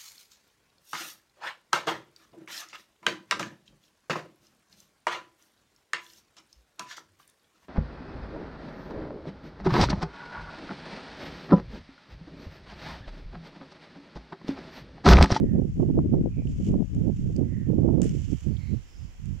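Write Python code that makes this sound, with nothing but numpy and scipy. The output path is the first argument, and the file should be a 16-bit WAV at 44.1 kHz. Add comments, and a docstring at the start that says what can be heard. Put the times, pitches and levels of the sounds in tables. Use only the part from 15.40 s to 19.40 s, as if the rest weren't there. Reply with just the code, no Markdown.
"""From the start a breeze sweeps eddies over the two ports of a hand-held microphone, which rumble and
pop; faint far calls, probably birds, come and go in the soft hiss of a field. From about 1 s a hand
slides into a shrub, and the leaves rub and tick. At 2.6 s a bent shoot snaps and its fibres tear.
The branch then rustles back and settles with two soft swishes as the breeze slackens."""
import sys
import numpy as np
from scipy import signal
from scipy.fft import rfft, irfft
from scipy.io import wavfile
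from scipy.ndimage import uniform_filter1d, map_coordinates

SR = 44100
rng = np.random.default_rng(int(sys.argv[2]) if len(sys.argv) > 2 else 0)


def to_wav(sig):
    """Store sig (one row per channel, or 1-D mono) as 16-bit WAV at the path in sys.argv[1].

    Samples outside -1..1 are clipped; the rate is SR.
    """
    pcm = np.clip(np.atleast_2d(sig), -1, 1) * 32767
    pcm = np.round(pcm).astype(np.int16)
    wavfile.write(sys.argv[1], SR, pcm.T)  # frames by channels


N = 176400

# gusts at each port (time [s], strength [dB])
GUST_LEFT = [(0.0, -39), (0.045, -25), (0.08, -46), (0.15, -35), (0.2, -34), (0.25, -52.5), (0.39, -34),
             (0.45, -39), (0.55, -36), (0.58, -19), (0.62, -32.5), (0.655, -24.5), (0.69, -36.5),
             (0.82, -26.5), (0.87, -27.5), (0.9, -43), (1.06, -46), (1.1, -33), (1.15, -38.5),
             (1.21, -28.5), (1.24, -47.5), (1.29, -23), (1.34, -38), (1.41, -19.5), (1.48, -46.5),
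             (1.555, -30.5), (1.68, -56.5), (1.81, -39.5), (2.2, -53), (2.45, -39), (2.6, -52), (2.7, -34),
             (2.76, -53), (2.91, -68), (3.5, -75.5), (4.0, -67)]
GUST_RIGHT = [(0.0, -26), (0.12, -35), (0.165, -24), (0.3, -40), (0.33, -60.5), (0.4, -24), (0.44, -22),
              (0.47, -34.5), (0.5, -24), (0.525, -36.5), (0.585, -22), (0.63, -42), (0.71, -34.5),
              (0.738, -17), (0.765, -30), (0.805, -29), (0.84, -47), (0.96, -45.5), (0.99, -28),
              (1.03, -49), (1.06, -33), (1.12, -47), (1.2, -48), (1.22, -32), (1.26, -39), (1.345, -23),
              (1.44, -70), (1.53, -66.5), (1.57, -27.5), (1.6, -31), (1.69, -26), (1.75, -46), (1.89, -33),
              (1.95, -41.5), (2.01, -22.5), (2.06, -36.5), (2.26, -41.5), (2.3, -25.5), (2.36, -30),
              (2.385, -22), (2.41, -26), (2.49, -19.5), (2.52, -24), (2.615, -23), (2.69, -39.5),
              (2.78, -33), (2.83, -42), (2.935, -28), (3.0, -63), (3.075, -25), (3.22, -47.5), (3.34, -29),
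              (3.49, -80), (3.64, -43.5), (3.75, -76.5), (3.82, -46.5), (3.93, -38), (4.0, -56)]
# mean flow (time [s], relative speed [ratio])
BREEZE_SPEED = [(2.65, 1), (3.1, .76)]
# eddy pressure at unit speed (frequency [Hz], relative level [dB])
EDDY_SPECTRUM = [(20, 3.5), (110, 3.5), (200, 3), (300, -2.5), (500, -16), (700, -29), (1000, -42.5),
                 (1500, -70.5), (3000, -86)]
def wind(gust, level_db, cut_hz):
    """Frozen turbulence: a stronger gust carries eddies past a port faster, so brighter and louder."""
    reference_db, db_per_doubling, loudness_exponent = -26, 21, 0.51
    flutter_db, flutter_hz = 1.5, 130
    lull_db, flaps_per_s = -9.5, 40
    strength_db = curve(gust) - reference_db + flutter_db * drift(flutter_hz)
    speed = curve(BREEZE_SPEED) * 2 ** (strength_db / db_per_doubling)
    # the flow breaks away in quick uneven flaps, with lulls between
    flap_hz = flaps_per_s * 2 ** np.tanh(drift(flutter_hz))
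    lull = np.maximum(np.sin(2 * np.pi * np.cumsum(flap_hz) / SR), 0) ** 2
    eddies = unit_rms(colour(rng.standard_normal(N), EDDY_SPECTRUM))
    local_power = uniform_filter1d(uniform_filter1d(eddies ** 2, size=450), size=450)
    pressure = sweep(eddies / np.sqrt(local_power), speed)
    pressure *= unit_rms(gain(lull_db * lull)) * gain(level_db + loudness_exponent * strength_db)
    bass_cut = signal.butter(1, cut_hz, "high", fs=SR, output="sos")
    return signal.sosfilt(bass_cut, pressure)


# single sharp eddies (time [s], peak level [dB], centre frequency [Hz], port [left or right])
VORTICES = [(0.042, -11.5, 300, "left"), (0.22, -21.5, 396, "right"), (.402, -15, 330, "right"),
            (0.59, -16.5, 650, "left"), (0.771, -19, 320, "right"), (0.814, -9, 230, "left"),
            (.86, -14, 410, "left"), (1.021, -31, 410, "left"), (1.342, -24.5, 605, "right"),
            (1.427, -25, 430, "left"), (1.7, -21, 390, "right"), (2.463, -17.5, 397, "right"),
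            (2.657, -12, 280, "right"), (2.751, -16.5, 253, "right")]
def vortex_pops():
    """Pressure drop in a vortex: its core pulls a brief suction pulse from the port it crosses."""
    t, out = np.arange(N) / SR, np.zeros((2, N))
    for time, db, hz, port in VORTICES:
        radius_squared = (np.pi * hz * (t - time)) ** 2
        pulse = (2 * radius_squared - 1) * np.exp(-radius_squared)
        out[["left", "right"].index(port)] += gain(db) * pulse
    return out


# cracks of stem and leaf stalks (time [s], relative level [dB], decay [s], left minus right [dB])
CRACKS = [(1.5483, -46.5, 0.0016, 6), (1.9649, -38.5, 0.001, -16), (2.6174, -29, 0.0023, -6),
          (2.643, -36, 0.0011, 3), (2.693, -42.5, 0.0029, 0), (3.008, -44, 0.001, 3),
          (3.857, -45, 0.0011, -6)]
# breaking green wood (frequency [Hz], gain [dB])
STEM_SPECTRUM = [(600, -20), (1700, -4), (2900, -4), (3900, -17), (5000, -6), (7200, 0), (8200, -7),
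                 (9800, -13), (11200, -26), (15000, -30)]
def breaking_stem():
    """Fracture: stored strain is released in sudden cracks, and bark tears fibre by fibre."""
    burst = stereo(np.sign(rng.standard_normal((3, N))))
    cracks = burst * sum(gain(db) * decay(time, fall) * pan(side) for time, db, fall, side in CRACKS)
    tear_start_s, attack_s, decay_s = 2.623, 0.009, 0.028
    age = np.maximum(np.arange(N) / SR - tear_start_s, 0)
    pull = np.minimum(age / attack_s, 1) * np.exp(-np.maximum(age - attack_s, 0) / decay_s)
    fibres = grains(per_s=2000) * pull * gain(-42.5) * pan(-4.5)
    return 2 * colour(cracks + fibres, STEM_SPECTRUM)


# leaves rubbing (time [s], level [dB])
RUSTLE_LEVEL = [(0, -79.5), (.44, -67.5), (.55, -94.5), (1.03, -74), (1.09, -62.5), (1.19, -63),
                (1.265, -53.5), (1.36, -72), (1.56, -68), (1.72, -70.5), (1.76, -63), (1.8, -64),
                (1.92, -66), (2.03, -72.5), (2.61, -77.5), (2.66, -51.5), (2.73, -57), (3.03, -58.5),
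                (3.1, -70), (4, -69)]
# leaf contacts (frequency [Hz], relative level [dB])
LEAF_SPECTRUM = [(700, -9), (1700, -2), (3000, 8), (4000, -6), (5400, 2.5), (7300, 5), (8300, -8),
                 (10000, -13), (11300, -18), (15000, -20)]
# the branch settling (centre time [s], length [s], frequency [Hz], level [dB])
SWISHES = [(3.25, 0.21, 4260, -68), (3.56, 0.17, 5180, -67)]
def rustling_leaves():
    """Stick-slip friction: leaves catch and slip in dense tiny contacts, then swish as they settle."""
    contacts = unit_rms(colour(grains(per_s=1900), LEAF_SPECTRUM))
    level_db = curve(RUSTLE_LEVEL) + 1.2 * drift(80)
    return (contacts * gain(level_db) + swells(SWISHES, width_hz=790)) * pan(-6)


# leaf tips striking each other (time [s], relative level [dB], resonance [Hz])
LEAF_FLICKS = [(1.071, -41, 2790), (1.9622, -46, 4900), (3.167, -37.5, 3430)]
def leaf_flicks():
    """Damped resonance: a struck leaf ticks with a short ring."""
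    out = 0
    for time, db, hz in LEAF_FLICKS:
        tick = np.sign(rng.standard_normal(N)) * decay(time, decay_s=.003)
        out += gain(db) * resonate(tick, hz, q=7)
    return 4 * out * pan(-22)


# far calls (centre time [s], length [s], pitch [Hz], level [dB])
FAR_CALLS = [(.09, 0.15, 1830, -63.5), (0.991, 0.087, 2390, -61.5), (2.179, 0.15, 1894, -60.5),
             (3.25, 0.11, 2150, -59.5)]
def far_birds():
    """Narrow-band noise: faint far calls, probably birds, with a vague, slightly falling pitch."""
    return swells(FAR_CALLS, width_hz=320) * pan(-14)


# outdoor hiss (frequency [Hz], relative level [dB])
HISS_SPECTRUM = [(60, 21.5), (250, 9.5), (600, 1), (1300, -2.5), (2100, -1), (3100, -2), (4000, -12),
                 (5400, -6), (7200, -6.5), (8300, -18), (11000, -20), (15000, -21)]
# its slow swell (time [s], level [dB])
HISS_LEVEL = [(0, -58), (2.6, -56.5), (3.1, -53), (4, -54.5)]
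def field_hiss():
    """Ambient noise: a soft broadband hiss, uncorrelated between the ports."""
    hiss = unit_rms(colour(rng.standard_normal((2, N)), HISS_SPECTRUM))
    return hiss * gain(curve(HISS_LEVEL)) * pan(-4)


def gain(db):
    """Amplitude ratio of a level in decibels."""
    return 10 ** (np.asarray(db) / 20)


def curve(rows):
    """Linear interpolation of (time [s], value) rows."""
    return np.interp(np.arange(N) / SR, *np.array(rows).T)


def unit_rms(x):
    """Normalisation to rms 1."""
    return x / np.sqrt(np.mean(x ** 2))


def pan(db):
    """Constant-power panning by a left-minus-right level difference."""
    return unit_rms(gain(np.array([[db], [-db]]) / 2))


def colour(x, spectrum):
    """Minimum-phase filtering through (frequency [Hz], gain [dB]) points."""
    hz, db = np.array(spectrum).T
    bin_db = np.interp(np.log(np.fft.rfftfreq(N, 1 / SR) + 1), np.log(hz), db)
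    cepstrum = irfft(np.log(gain(bin_db)), N)
    cepstrum[1:N // 2] *= 2  # folding makes the filter causal
    cepstrum[N // 2 + 1:] = 0
    return irfft(rfft(x) * np.exp(rfft(cepstrum)), N)


def resonate(x, hz, q):
    """Two equal resonators in cascade."""
    b, a = signal.iirpeak(hz, q, fs=SR)
    return signal.lfilter(b, a, signal.lfilter(b, a, x))


def sweep(x, speed):
    """Time scaling: every frequency is multiplied by the speed."""
    return map_coordinates(x, [np.cumsum(speed)], mode="mirror")


def drift(rate_hz):
    """Smooth random modulation of rms 1."""
    hold = int(SR / rate_hz)
    steps = np.repeat(rng.standard_normal(N // hold + 1), hold)
    return unit_rms(uniform_filter1d(steps, hold)[:N])


def stereo(streams, shared=.3):
    """Partial coherence: the first of three streams is common to both channels."""
    return np.sqrt(shared) * streams[0] + np.sqrt(1 - shared) * streams[1:]


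def grains(per_s, spread_db=3):
    """Shot noise in stereo: random impulses, most weak and a few strong."""
    size = gain(spread_db * np.minimum(rng.exponential(size=(3, N)), 5))
    hits = rng.random((3, N)) < per_s / SR
    return stereo(unit_rms(hits * size * np.sign(rng.standard_normal((3, N)))))


def decay(start, decay_s):
    """Exponential decay from a sudden onset."""
    age = np.arange(N) / SR - start
    return (age >= 0) * np.exp(-np.abs(age) / decay_s)


def swells(rows, width_hz, sag_per_s=.4):
    """Gaussian envelopes on narrow noise bands that sag in pitch."""
    t, out = np.arange(N) / SR, 0
    for centre, length, hz, db in rows:
        band = unit_rms(resonate(rng.standard_normal(N), hz, q=hz / width_hz))
        sagging = sweep(band, speed=np.exp(sag_per_s * (centre - t)))
        out += gain(db) * np.exp(-2 * ((t - centre) / length) ** 2) * sagging
    return out


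def scene():
    """Superposition: each port has its own wind; the shrub and the field reach both."""
    left = wind(GUST_LEFT, level_db=-20.5, cut_hz=32)
    right = wind(GUST_RIGHT, level_db=-15.5, cut_hz=88)
    shrub = rustling_leaves() + breaking_stem() + leaf_flicks()
    return np.array([left, right]) + vortex_pops() + shrub + far_birds() + field_hiss()


def record(dry):
    """Band limiting: a steep low-pass removes the treble above 15.6 kHz."""
    return signal.sosfilt(signal.ellip(8, .2, 70, 15600, fs=SR, output="sos"), dry)


dry = scene()
out = record(dry)
to_wav(out)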